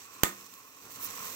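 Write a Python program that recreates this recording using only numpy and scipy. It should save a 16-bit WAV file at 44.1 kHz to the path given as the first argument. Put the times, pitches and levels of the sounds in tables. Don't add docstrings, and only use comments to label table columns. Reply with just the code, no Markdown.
import sys
import numpy as np
from scipy import signal
from scipy.fft import rfft, irfft, next_fast_len
from scipy.io import wavfile
from scipy.ndimage import map_coordinates

SR = 44100
rng = np.random.default_rng(int(sys.argv[2]) if len(sys.argv) > 2 else 0)


def output_pcm(signal):
    pcm = np.clip(np.atleast_2d(signal).T, -1, 1) * 32767
    wavfile.write(sys.argv[1], SR, np.round(pcm).astype(np.int16))


N = 59535

# time_s, churn_db, bubble_db, hiss_db, fizz_db
BOIL_LEVELS = [(0, -60, -61.5, -49.5, -57), (0.1, -61.5, -56, -55.5, -60.0),
               (0.19, -59, -53.5, -51.5, -56.5), (0.41, -60, -57, -52, -56.5),
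               (0.5, -63.5, -61.5, -56.0, -58), (0.591, -64.5, -57.5, -54.5, -53.5),
               (0.63, -64, -60.0, -56.5, -61), (0.67, -65, -60, -56.5, -55), (0.74, -63.5, -59, -56.5, -62),
               (0.821, -63.0, -61, -55.5, -55), (0.862, -53, -60.5, -53.5, -58.5),
               (0.92, -58.5, -58.5, -52, -50), (0.981, -55, -56, -49.5, -53),
               (1.01, -55.5, -49.0, -49, -45.5), (1.051, -56.0, -52, -45, -38.5),
               (1.079, -52, -50.0, -46, -48.5), (1.16, -54.5, -52.5, -43.5, -47.0),
               (1.2, -52.5, -45, -44.5, -46), (1.285, -51.5, -46.5, -42.0, -41.5),
               (1.34, -52, -53, -43.0, -44)]
# freq_hz, relative_db
CHURN_SPECTRUM = [(25, -7), (55, -5), (110, -5), (300, -7), (480, 0.5), (650, -4.5), (900, -2.5),
                  (1500, -1.5), (2500, -30.5)]
HISS_SPECTRUM = [(900, -39), (1800, -5.5), (2200, -4.5), (2650, -5), (3300, -6.5), (4200, -5), (5200, -5),
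                 (6200, 0.5), (6700, -3), (7200, -1), (8100, -3), (9200, -16.5), (12000, -12.5)]
FIZZ_SPECTRUM = [(6000, -36), (8500, -13), (10500, -10), (11800, -9), (13200, -2), (14000, -1.5),
                 (15700, -2)]
# pitch_hz, width_hz, relative_db
SLOSH_MODES = [(107.3, 27, -5.5), (188.3, 20.7, -3), (271.4, 34, -0.5), (449, 78, -6)]
HOLLOW_MODES = [(1050, 78, -0.5), (1136.4, 52, 1), (1313, 80, -5), (1980, 220, -16)]
GURGLE_MODES = [(2410, 230, -3), (2642, 196, 0)]
# freq_hz, left_minus_right_db
MIC_BALANCE = [(100, -1.5), (1100, 0), (2200, -1), (3300, -3.5), (4200, -6), (5300, -14.5), (6600, -16.5),
               (8100, -7.5), (9500, -4), (11800, -2), (13600, -11.5), (15600, -5)]
# freq_hz, correlation
MIC_LIKENESS = [(100, 0.87), (1100, 0.98), (2000, 0.21), (3500, 0.36), (6000, 0.1), (15000, 0.11)]
# delay_s, relative_db
CRACK_BURSTS = [(0, 3.5), (.0017, -9.5)]
# freq_hz, relative_db
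CRACK_SPECTRUM = [(60, -18), (200, -9), (420, -8.5), (700, -6), (1050, 3), (1500, 2), (2000, -5), (2750, 2),
                  (3500, 2), (5200, -3), (6200, 0), (8000, 2), (10000, -11.5), (12000, -0.5), (14700, 5),
                  (16000, 0.5)]
# pitch_hz, width_hz, relative_db
CLACK_MODES = [(380, 257, -3), (1070, 210, 1), (1577, 136, -4.5), (2773, 320, -1), (6180, 420, -5)]
# pitch_hz, relative_db, t60_s
RING_MODES = [(194.8, -40.5, 0.46), (265, -46, 0.29), (352, -41.5, 0.41), (993, -32, 0.13),
              (1233, -29, 0.23), (1493, -41, 0.28), (1811, -29.5, 0.18), (1841, -35.5, 0.293),
              (2660, -41, 0.14), (3486, -36, 0.23), (7100, -44, 0.38), (7800, -42, .2), (14625, -41, 0.138)]
# freq_hz, relative_db
ECHO_SPECTRUM = [(40, 4), (140, -13), (300, 11), (750, 0.5), (1100, 3.5), (1500, 0.5), (1900, 4),
                 (3000, -3.5), (5500, -4), (7300, 6.5), (9800, -7.5), (12000, -2.5), (14800, 0.5),
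                 (16000, 2)]
# freq_hz, t60_s
ROOM_DECAY = [(200, 0.19), (2000, 0.28), (7000, 0.22), (15000, 0.249)]
# start_s, relative_db
STEAM_SPITS = [(0.5369, -33.5), (0.958, -28.5), (1.006, -43), (1.0463, -33.5), (1.1022, -24.5),
               (1.1912, -26.5)]
# start_s, relative_db
BIG_BUBBLES = [(0.995, -41), (1.138, -38), (1.18, -35.5), (1.2, -35), (1.223, -47), (1.247, -39),
               (1.283, -40), (1.309, -41)]

KNOCK_S, LEFT_LEAD_S = 0.2339, 0.00018
TIME_S = np.arange(N) / SR


def amp(db):
    return 10 ** (np.asarray(db) / 20)


def unit(x):
    return x / np.sqrt(np.mean(x ** 2) + 1e-20)


def along(points, hz):
    freqs, values = np.transpose(points)
    return np.interp(np.log(hz + 1), np.log(freqs + 1), values)


def wobble(rate):
    return map_coordinates(rng.standard_normal(int(N * rate / SR) + 4), [TIME_S * rate])


def filtered(x, response):
    size = next_fast_len(N + SR // 2)
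    return irfft(rfft(x, size) * response(np.fft.rfftfreq(size, 1 / SR)), size)[..., :N]


def coloured(x, spectrum):
    return unit(filtered(x, lambda hz: amp(along(spectrum, hz))))


def resonate(x, modes):
    return filtered(x, lambda hz: sum(
        (-1) ** k * amp(db) * 1j * hz * width / (pitch ** 2 - hz ** 2 + 1j * hz * width)
        for k, (pitch, width, db) in enumerate(modes)))


def decay(start_s, t60_s, attack_s=0.0002):
    age = np.maximum(TIME_S - start_s, 0)
    return (1 - np.exp(-age / attack_s)) * amp(-60 * age / t60_s)


def at_mics(pair):
    def mid_side(hz):
        angle = np.arccos(along(MIC_LIKENESS, hz)) / 2
        return np.array([np.cos(angle), np.sin(angle)])

    def placement(hz):
        left = amp(along(MIC_BALANCE, hz))
        lead = np.exp(2j * np.pi * hz * LEFT_LEAD_S)
        return np.array([left * lead, np.ones(len(hz))]) / np.hypot(left, 1)

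    mid, side = filtered(pair, mid_side)
    return filtered(np.array([mid + side, mid - side]), placement)


def pops(rate, spread_db, share):
    hits = (rng.random((2, N)) < rate / SR) * rng.choice([-1, 1], (2, N))
    sizes = amp(spread_db * np.clip(rng.standard_normal((2, N)), -2, 2))
    wash = rng.standard_normal((2, N))
    return at_mics(np.sqrt(share) * unit(hits * sizes) + np.sqrt(1 - share) * wash)


def in_cup(x):
    reflections = rng.standard_normal((2, N)) * decay(0, t60_s=0.069)
    reflections /= np.linalg.norm(reflections, axis=1, keepdims=True)
    return x + amp(-5.5) * signal.fftconvolve(x, reflections, axes=1)[:, :N]


def churning(level_db):
    churn = coloured(pops(rate=300, spread_db=-0.5, share=0.39), CHURN_SPECTRUM)
    slosh = unit(resonate(pops(rate=270, spread_db=2.5, share=0.32), SLOSH_MODES))
    return amp(level_db - 1) * churn + amp(level_db - 4) * slosh


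def bubbling(level_db):
    bubbles = pops(rate=220, spread_db=3.5, share=0.58)
    return amp(level_db - 0.5) * unit(resonate(bubbles, HOLLOW_MODES))


def sizzle(hiss_db, fizz_db, sputter_db):
    hiss = coloured(in_cup(pops(rate=1200, spread_db=5, share=0.55)), HISS_SPECTRUM)
    flicker_db = sputter_db + 0.35 * wobble(111.3)
    fizz = coloured(in_cup(pops(rate=1500, spread_db=3.5, share=0.79)), FIZZ_SPECTRUM)
    return amp(hiss_db + 0.5 + 0.6 * sputter_db) * hiss + amp(fizz_db + 3.5 + flicker_db) * fizz


def gurgle(bubble_db):
    level_db = -62.5 + 0.58 * (bubble_db - bubble_db.mean()) + 2 * wobble(24.7)
    bubbles = pops(rate=250, spread_db=3.5, share=0.6)
    return amp(level_db) * unit(resonate(bubbles, GURGLE_MODES))


def boil():
    times, *levels = np.transpose(BOIL_LEVELS)
    churn_db, bubble_db, hiss_db, fizz_db = [np.interp(TIME_S, times, db) for db in levels]
    sputter_db = 1.92 * wobble(45.2) + 0.87 * wobble(360)
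    body = churning(churn_db) + bubbling(bubble_db)
    return body + sizzle(hiss_db, fizz_db, sputter_db) + gurgle(bubble_db)


def shaded(x, left_db):
    return filtered(x, lambda hz: np.array([amp(left_db + 0.54 * along(MIC_BALANCE, hz)),
                                            np.ones(len(hz))]))


def knock():
    spike = amp(6.5) * decay(KNOCK_S, t60_s=0.00031, attack_s=0.00002)
    progress = np.maximum(TIME_S - KNOCK_S, 0) / 0.00041
    suction = amp(-7) * progress * np.exp(1 - progress)
    pressure = (spike - suction) * amp([[-22], [0]])
    bursts = sum(amp(db - 9.5) * decay(KNOCK_S + delay_s, t60_s=0.017, attack_s=0.0001)
                 for delay_s, db in CRACK_BURSTS)
    crack = bursts * coloured(rng.standard_normal((2, N)), CRACK_SPECTRUM)
    clack = amp(16.5) * resonate(signal.unit_impulse(N, round(KNOCK_S * SR)), CLACK_MODES)
    return pressure + shaded(crack + clack, left_db=-5)


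def ringing():
    age = np.maximum(TIME_S - KNOCK_S, 0) + np.array([[LEFT_LEAD_S], [0]])
    ring = np.zeros((2, N))
    for hz, db, t60_s in RING_MODES:
        envelope = amp(db + rng.normal(0, 1, (2, 1))) * decay(KNOCK_S, t60_s, attack_s=0.0065)
        ring += envelope * np.sin(2 * np.pi * hz * age + 0.71 * wobble(50.3))
    return shaded(ring, left_db=-2)


def room_echo():
    start_s = KNOCK_S + 0.0092
    noise = coloured(rng.standard_normal((2, N)), ECHO_SPECTRUM)
    hz, frame_s, bands = signal.stft(noise, SR, nperseg=256)
    fall = amp(-60 * np.maximum(frame_s - start_s, 0) / along(ROOM_DECAY, hz)[:, None])
    tail = signal.istft(bands * fall, SR, nperseg=256)[1][:, :N]
    rise = np.clip((TIME_S - start_s) / 0.001, 0, 1)
    return amp(-24) * shaded(rise * tail, left_db=-2.5)


def spits():
    hiss = coloured(pops(rate=900, spread_db=4.5, share=0.85), HISS_SPECTRUM)
    fizz = coloured(at_mics(rng.standard_normal((2, N))), FIZZ_SPECTRUM)
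    spurts = sum(amp(db - 12) * decay(start_s, t60_s=0.06) for start_s, db in STEAM_SPITS)
    ticks = sum(amp(db - 9) * decay(start_s, t60_s=0.0033) for start_s, db in STEAM_SPITS)
    return unit(hiss + fizz) * (spurts + ticks)


def glugs():
    bursts = np.zeros((2, N))
    for start_s, db in BIG_BUBBLES:
        bursts[0, round(start_s * SR)] = amp(db)
    ring = resonate(at_mics(bursts), HOLLOW_MODES)
    return amp(-3) * bursts.max() * ring / np.abs(ring).max()


def scene():
    liquid = boil() + spits() + glugs()
    return liquid + knock() + ringing() + room_echo()


def record(dry):
    low_cut_hz, top_hz = 47, 15850
    clipped = np.clip(dry, -1, 1)
    thinned = filtered(clipped, lambda hz: 1j * hz / (low_cut_hz + 1j * hz))
    return filtered(thinned, lambda hz: 1 / (1 + (hz / top_hz) ** 200))


dry = scene()
out = record(dry)
output_pcm(out)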